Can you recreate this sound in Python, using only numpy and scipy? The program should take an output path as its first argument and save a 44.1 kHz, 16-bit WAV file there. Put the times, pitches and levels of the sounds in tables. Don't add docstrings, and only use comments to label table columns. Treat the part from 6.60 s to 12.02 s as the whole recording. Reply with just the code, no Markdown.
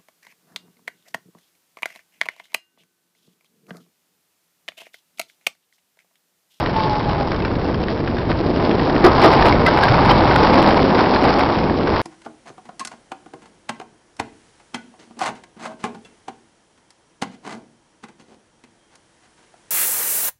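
import sys
import numpy as np
from scipy import signal
from scipy.fft import rfft, irfft, next_fast_len
from scipy.io import wavfile
from scipy.ndimage import uniform_filter1d

SR = 44100
rng = np.random.default_rng(int(sys.argv[2]) if len(sys.argv) > 2 else 0)


def ratio(d):
    e = np.asarray(d, float) / 20
    return 10 ** e


def file_out(sig):
    cols = np.atleast_2d(sig).T
    lim = np.clip(cols, -1, 1)
    pcm = np.round(lim * 32767).astype(np.int16)
    wavfile.write(sys.argv[1], SR, pcm)


N = 238882

# t/s, frame shaking level/dB, tyre load level/dB, air at the port level/dB
RIDE = [(0.0, -24.5, -26.5, -25), (0.36, -25.5, -26.5, -25), (1.18, -30, -25.5, -26.5),
        (1.61, -29.5, -26.5, -24.5), (1.95, -27, -21.5, -24), (2.11, -23.5, -20, -25),
        (2.37, -22, -21, -26), (2.61, -15, -19, -19), (2.76, -14, -19, -23), (2.99, -20, -19.5, -18),
        (3.21, -15.5, -23, -25), (3.48, -15.5, -20.5, -16), (4.03, -14.5, -16, -21.5),
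        (4.16, -19, -17.5, -23.5), (4.54, -18.5, -20.5, -26.5), (4.8, -18, -21, -24.5),
        (5.19, -26, -21.5, -25.5), (5.42, -20.5, -24.5, -27)]
# t/s, swell level/dB
RUTS = [(.26, 1.5), (.5, 3), (.59, 3), (.72, 0), (.95, -1.5), (1.09, 4.5), (1.3, 3.5), (1.7, 6.5),
        (1.98, 2), (2.12, 1), (2.63, 3), (2.73, 0), (2.86, 7.5), (3.07, 1.5), (3.18, 2), (3.36, -0.5),
        (3.5, 6.5), (3.73, -1), (3.83, -0.5), (3.94, 0.5), (4.08, 5.5), (4.17, 4.5), (4.29, 1), (4.02, -2),
        (4.38, 5.5), (4.53, 1), (4.66, 5), (4.79, 1.5), (5.28, 3), (5.34, 3), (2.05, 0.5)]
# t/s, peak level/dB, ring f/Hz
STONE_BUMPS = [(0.49, -11, 313), (0.74, -25, 651), (1.088, -8, 457), (1.21, -5.5, 305), (1.445, -14, 545),
               (1.555, -15.5, 358), (1.673, -7.5, 290), (1.922, -12.5, 328), (1.978, -3, 371),
               (2.244, -15.5, 358), (2.358, 0.5, 300), (4.39, 0.5, 383), (4.985, -4.5, 322),
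               (5.286, -5, 450)]
# t/s, splatter level/dB
HARD_BLOWS = [(2.5829, -45), (2.6178, -30), (2.636, -31), (2.7061, -39), (2.7311, -35), (2.7358, -33),
              (2.8144, -45), (2.8568, -33), (2.8655, -30), (2.8705, -31), (2.886, -32), (3.0655, -30),
              (3.0678, -28), (3.1781, -39), (3.1888, -33), (3.2369, -27), (3.254, -37), (3.4549, -33),
              (3.5153, -37), (3.7109, -43), (3.7336, -43), (3.7607, -29), (3.9423, -33), (3.9787, -43),
              (4.0271, -31), (4.0445, -42), (4.091, -30), (4.1444, -36), (4.1783, -42), (4.1935, -42),
              (4.6402, -33),
    (4.6836, -44),
    (4.7934, -32),
]
# t/s, level/dB, f/Hz, t60/s
CHAIN_SLAPS = [(2.632, -5, 385, 0.11), (2.648, -10.5, 540, .09), (2.457, -10.5, 1205, .07),
               (3.512, -13, 3100, .04), (2.924, -12.5, 2250, 0.024), (3.063, -8.5, 2024, 0.079),
               (3.068, -9, 1320, 0.099), (3.077, -9.5, 1560, 0.057), (3.085, -6, 920, 0.047),
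               (3.235, -11.5, 1596, 0.067), (3.234, -18, 2170, 0.041), (3.3, -8, 123, 0.18),
               (3.48, -9, 121.6, 0.12)]
# t/s, level/dB, rise/s, t60/s
DECK_DROPS = [
    (2.44, 0.5, .002, 0.17),
    (2.639, -2, 0.0068, 0.2),
    (2.851, -13.5, 0.0073, 0.1),
]
# f/Hz, width/Hz, level/dB
DECK_MODES = [(348.2, 70, 0.5), (489, 92, -3), (667, 110, -4), (1210, 170, -6), (1994, 120, -20)]
# t/s, peak level/dB, ring f/Hz
FRAME_STONES = [(0.0606, -14.5, 1835), (0.095, -19, 1520), (0.717, -17.5, 1640), (0.744, -18.5, 1600),
                (0.802, -20.5, 2110), (0.822, -18.5, 2620), (.8498, -13, 1811), (.8839, -34, 1480),
                (1.0135, -24.5, 2120), (1.0527, -22, 2680), (1.284, -17.5, 1900), (1.3703, -28, 1680),
                (1.4755, -14, 1520), (1.511, -25, 1600), (1.5676, -20.5, 1640), (1.6518, -24, 1820),
                (1.7157, -16, 1900), (2.112, -15.5, 3270), (2.195, -13.5, 1870), (2.247, -23, 1500),
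                (2.269, -19.5, 1580), (2.296, -13, 1810), (2.362, -13.5, 1830), (4.808, -13, 1970),
                (4.861, -17, 1340), (4.986, -15, 1470), (5.0972, -17.5, 1670), (5.2736, -16, 1450),
                (5.3647, -13.5, 1405)]
# t/s, peak level/dB, ring f/Hz
HOUSING_GRIT = [(.496, -22, 2930), (0.9524, -24, 3810), (1.1442, -21.5, 3170), (1.2374, -21.5, 2710),
                (1.5845, -22, 3640), (1.961, -22, 2880), (2.143, -27, 3060), (3.7966, -19, 3100),
                (3.863, -29, 3150), (4.108, -13.5, 3090), (4.561, -13, 4100), (4.6918, -16.5, 2830),
                (5.035, -24, 2500)]
# t/s, peak level/dB, ring f/Hz, crack re peak level/dB
CHAIN_KNOCKS = [(2.616, -18, 1406, -2), (2.638, -13, 1490, -1.5), (2.793, -30, 1410, -8),
                (2.824, -6.5, 1756, -6), (2.8485, -10, 1610, -11), (2.9238, -7.5, 2120, -10),
                (3.0649, -7, 1890, -13), (3.1741, -4, 1460, -15.5), (3.232, -2, 1602, -15),
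                (3.283, -9, 1810, -5.5), (3.315, -31, 1500, -3), (3.4257, -15, 1640, -13),
                (3.4483, -4, 1440, -24), (3.5126, -21, 1405, 2), (3.5666, -19, 1590, -1),
                (3.6025, -20.5, 1460, 0.5), (3.712, -8, 1500, -6), (3.7606, -1.5, 1464, -12),
                (3.83, -6.5, 1522, -9), (3.9, -18, 1860, -5), (3.943, -20.5, 1570, 2.5),
                (3.9815, -9.5, 1650, -8.5), (4.168, -15.5, 1460, -13), (4.319, -14, 1760, -18),
                (4.35, -14, 1360, -5), (4.3895, -11.5, 1390, -8), (4.459, -21, 1590, 1),
                (4.5386, -19, 1790, 1), (4.6402, -12, 1906, -13.5), (4.6922, -18, 1335, -4)]
# t/s, length/s, level/dB
BRAKE_GRIPS = [
    (.16, .11, -19),
    (.302, .09, -21.5),
    (.472, .045, -23),
    (.585, .065, -24.5),
]
# t/s, swell level/dB
GUSTS = [(.06, 0), (.27, 4), (.51, 6.5), (.83, 3), (.96, 5.5), (1.18, 5), (1.31, 1), (1.5, 1.5),
         (1.72, 3.5), (2.0, 2), (2.21, 4), (2.5, 1.5), (2.79, 4.5), (2.88, 2), (3.07, -1.5), (3.23, 2),
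         (3.38, 1.5), (3.66, -2), (4.05, 0.5), (4.22, 3.5), (4.67, 3), (4.8, -1), (5.05, 2), (5.34, 3.5)]
# f/Hz, level/dB per Hz
TYRE_SPECTRUM = [(110, -20), (170, -4.5), (260, -0.5), (360, -1), (480, -5), (650, -8.5), (900, -19.5)]
# f/Hz, level/dB per Hz
TREAD_SPECTRUM = [(450, -4.5), (650, -1.5), (850, 2), (1000, 0.5), (1250, -7), (1700, -35.5), (2300, -20)]
# f/Hz, level/dB per Hz
RATTLE_SPECTRUM = [(1000, -11.5), (1500, 4), (2100, -2.5), (2900, -7.5), (4000, -15.5), (5500, -16)]
# f/Hz, level/dB per Hz
GRAVEL_SPECTRUM = [(1500, -10.5), (2500, -1), (4000, -1), (5500, -1.5)]
# f/Hz, level/dB per Hz
WIND_SPECTRUM = [(45, -20.5), (70, -5.5), (100, -2.5), (130, -3), (165, -4.5), (230, -13), (400, -34)]
# f/Hz, level/dB per Hz
BUFFET_SPECTRUM = [(12, -24), (22, -4), (40, -4), (60, -0.5), (85, -7.5), (120, -23.5)]

CRUISE_DB, TYRE_DB, TREAD_DB, RATTLE_DB, CRACKLE_DB = -22, 2.5, -23, -32.5, -38.5
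TREAD_FOLLOWS, RATTLE_FOLLOWS, TYRE_FEELS_RUT, RATTLE_FEELS_RUT = 1.13, 0.87, 0.52, 0.81
RUT_RISE_S, RUT_FALL_S = 0.01, 0.032
BLOW_S, BLOW_LONGER_S_PER_DB = .00018, .0000042
STONE_T60_S, CHAIN_T60_S, GRIT_T60_S, STONE_CRACK_DB, GRIT_CRACK_DB = 0.032, .033, 0.025, -6, -4
BRAKE_HZ, SETTLE_HZ, SETTLE_S = 889, 799, 0.27
GRIP_DB_PER_S, SLIP_DB_PER_S, LET_GO_DB_PER_S = 1200, 58.5, 701
UPPER_HZ, UPPER_DB, UPPER_FROM_S, UPPER_LENGTH_S = 1075, -28, .18, 0.144
WIND_DB, BUFFET_DB, GUST_S = -1.5, -6.5, .045
PAD_TOP, SENSOR_TOP, FINAL_TOP = .61, .695, .712
BAND_HZ, STUMBLE, DEAD_ZONE = 5470, .42, .2


def tyres(load_db, rut_db):
    drumming = coloured(grains(500, 10.5, 0.8, 0.48, 17), TYRE_SPECTRUM)
    return ratio(TYRE_DB + load_db + TYRE_FEELS_RUT * rut_db) * drumming


def tread_and_frame(rough_db, rut_db):
    jolts = grains(900, 3.77, 0.51, 0.61, 40)
    tread = ratio(TREAD_DB + TREAD_FOLLOWS * rough_db + rut_db) * coloured(jolts, TREAD_SPECTRUM)
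    rattle = coloured(jolts * ratio(2.0 * drift(55)), RATTLE_SPECTRUM)
    return tread + ratio(RATTLE_DB + RATTLE_FOLLOWS * rough_db + RATTLE_FEELS_RUT * rut_db) * rattle


def gravel(rough_db, rut_db):
    snaps = coloured(grains(400, 3.0, .05, 3.4, 25), GRAVEL_SPECTRUM)
    return ratio(CRACKLE_DB + RATTLE_FOLLOWS * rough_db + RATTLE_FEELS_RUT * rut_db) * snaps


def thuds(shaking):
    out = shaking.copy()
    for s, db, hz in STONE_BUMPS:
        ping(out, s, db - 4.5, hz, 9.0 / hz)
    for s, db, hz, t60 in CHAIN_SLAPS:
        ping(out, s, db, hz, t60)
    near = np.arange(-18, 19)
    fade = np.hanning(len(near)) ** .2
    for s, splatter_db in HARD_BLOWS:
        at = 4 * round((s + .0006) * SR / 4)
        half = SR * (BLOW_S - BLOW_LONGER_S_PER_DB * (splatter_db + 27))
        swing = np.sign(out[at]) * np.cos(np.pi / 2 * np.clip(near / half, -1, 1)) ** 2
        out[at + near] += fade * (swing - out[at + near])
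    return out


def deck_drops():
    t, shake = np.arange(N) / SR, 0
    for s, db, rise, t60 in DECK_DROPS:
        late = np.maximum(t - s, 0)
        decay_db = 60 * np.maximum(late - rise - .012, 0) / t60
        shake = shake + ratio(db - decay_db) * np.minimum(late / rise, 1)
    white, deck = rng.standard_normal(N), 0
    for k, (hz, width, db) in enumerate(DECK_MODES):
        r = np.exp(-np.pi * width / SR)
        poles = [1, -2 * r * np.cos(2 * np.pi * hz / SR), r * r]
        mode = rms_one(signal.lfilter([1, 0, -1], poles, white))
        deck = deck + (-1) ** k * ratio(db) * mode
    return shake * rms_one(deck)


def ticks():
    strikes = [(*row, STONE_T60_S, STONE_CRACK_DB) for row in FRAME_STONES]
    strikes += [(*row, GRIT_T60_S, GRIT_CRACK_DB) for row in HOUSING_GRIT]
    strikes += [(s, db, hz, CHAIN_T60_S, crack_db) for s, db, hz, crack_db in CHAIN_KNOCKS]
    rings, cracks = np.zeros(N), np.zeros(N)
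    for s, db, hz, t60, crack_db in strikes:
        ping(rings, s, db - 7.0, hz, t60)
        cracks[round(s * SR)] = ratio(db + crack_db)
    r = ratio(-60 / (0.034 * SR))
    grit = coloured(rng.standard_normal(N), RATTLE_SPECTRUM)
    return rings + grit * signal.lfilter([1], [1, -r], cracks)


def brake():
    s = np.arange(.12, .72, .004)
    hz = SETTLE_HZ + (BRAKE_HZ - SETTLE_HZ) * np.exp(-(s - BRAKE_GRIPS[0][0]) / SETTLE_S)
    lower = np.transpose([s, hz, np.max([held(s, *row) for row in BRAKE_GRIPS], axis=0)])
    upper = np.transpose([s, UPPER_HZ + 0 * s, held(s, UPPER_FROM_S, UPPER_LENGTH_S, UPPER_DB)])
    return moan(lower, 4.0, 1.2) + moan(upper, 8.3, 1.1)


def held(s, start, length, db):
    late = s - start
    release_db = -SLIP_DB_PER_S * late - LET_GO_DB_PER_S * np.maximum(late - length, 0)
    return db + np.minimum(GRIP_DB_PER_S * late, release_db)


def moan(rows, wobble_hz, flutter_db):
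    hz, db = in_time(rows)
    s = np.arange(N) / SR
    tone = np.sin(2 * np.pi * np.cumsum(hz + wobble_hz * drift(33)) / SR)
    sounding = (s > rows[0][0]) & (s < rows[-1][0])
    return np.sqrt(2) * ratio(db + flutter_db * drift(25)) * tone * sounding


def wind(air_db):
    air_db = air_db + swells(GUSTS, GUST_S, GUST_S)
    roar = evened(coloured(grains(300, 3.8, .9, 0.7, 44), WIND_SPECTRUM), .07, 0.76)
    buffet = coloured(rng.standard_normal(N), BUFFET_SPECTRUM)
    return ratio(air_db + WIND_DB) * roar + ratio(air_db + BUFFET_DB) * buffet


def ping(out, s, db, hz, t60):
    start = round(s * SR)
    t = np.arange(min(round(.25 * SR), N - start)) / SR
    wave = ratio(db - 60 * t / max(t60, .004)) * np.sin(2 * np.pi * hz * t)
    np.add.at(out, start + np.arange(len(t)), wave)


def grains(per_s, spread_db, smooth, lumpy_db, lump_rate):
    born = rng.random(N) < per_s / SR
    sizes = ratio(spread_db * np.minimum(rng.exponential(1, N), 4)) * rng.choice([-1, 1], N)
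    share = np.clip(smooth, 0, 1)
    mix = np.sqrt(1 - share) * rms_one(born * sizes) + np.sqrt(share) * rng.standard_normal(N)
    return mix * ratio(lumpy_db * drift(lump_rate))


def coloured(x, spectrum):
    hz, db = np.transpose(spectrum)
    size = next_fast_len(N)
    grid = np.maximum(np.arange(size // 2 + 1) * SR / size, 1)
    gain = ratio(np.interp(np.log(grid), np.log(hz), db, left=-80, right=-80))
    return rms_one(irfft(rfft(x, size) * gain, size)[:N])


def evened(x, span_s, strength):
    power = uniform_filter1d(x ** 2, round(span_s * SR))
    return rms_one(x / (power + 1e-3) ** (strength / 2))


def swells(rows, rise_s, fall_s):
    late = np.arange(0, N, 40) / SR - np.array(rows)[:, :1]
    db = np.array(rows)[:, 1:] * np.exp(-(late / np.where(late < 0, rise_s, fall_s)) ** 2)
    return np.interp(np.arange(N) / 40, np.arange(db.shape[1]), db.sum(axis=0))


def drift(rate):
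    r = np.exp(-20 * np.pi * rate / SR)
    slow = signal.lfilter([1], [1, -2 * r, r * r], rng.standard_normal(N // 10 + 4002))[4000:]
    return np.interp(np.arange(N) / 10, np.arange(len(slow)), rms_one(slow))


def in_time(rows):
    s, *columns = np.transpose(rows)
    return [np.interp(np.arange(N) / SR, s, c) for c in columns]


def rms_one(x):
    return x / np.sqrt(np.mean(x ** 2) + 1e-20)


def scene():
    shaking_db, load_db, air_db = in_time(RIDE)
    rough_db = shaking_db - CRUISE_DB
    rut_db = swells(RUTS, RUT_RISE_S, RUT_FALL_S)
    rolling = tyres(load_db, rut_db) + tread_and_frame(rough_db, rut_db) + gravel(rough_db, rut_db)
    steady = rolling + brake() + wind(air_db)
    steady = steady / (1 + (steady / PAD_TOP) ** 6) ** (1 / 6)
    return thuds(steady + deck_drops() + ticks())[None]


def low_pass(x):
    return signal.sosfilt(signal.butter(12, 15830, fs=SR, output="sos"), x)


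def record(dry):
    slow = np.clip(dry[0, 2::4], -SENSOR_TOP, SENSOR_TOP)
    crossed = np.sign(slow) != np.sign(np.roll(slow, 1))
    dropped = (crossed | np.roll(crossed, -1)) & (rng.random(len(slow)) < STUMBLE)
    dropped |= slow ** 2 < DEAD_ZONE ** 2 * uniform_filter1d(slow ** 2, size=16)
    stuffed = np.zeros(N)
    stuffed[2::4] = 4 * slow * ~dropped
    band = signal.firwin(129, BAND_HZ, window=("kaiser", 9), fs=SR)
    x = np.convolve(np.pad(stuffed, 64, "reflect"), band, "valid")[None]
    return low_pass(np.clip(x, -FINAL_TOP, FINAL_TOP))


dry = scene()
out = record(dry)
file_out(out)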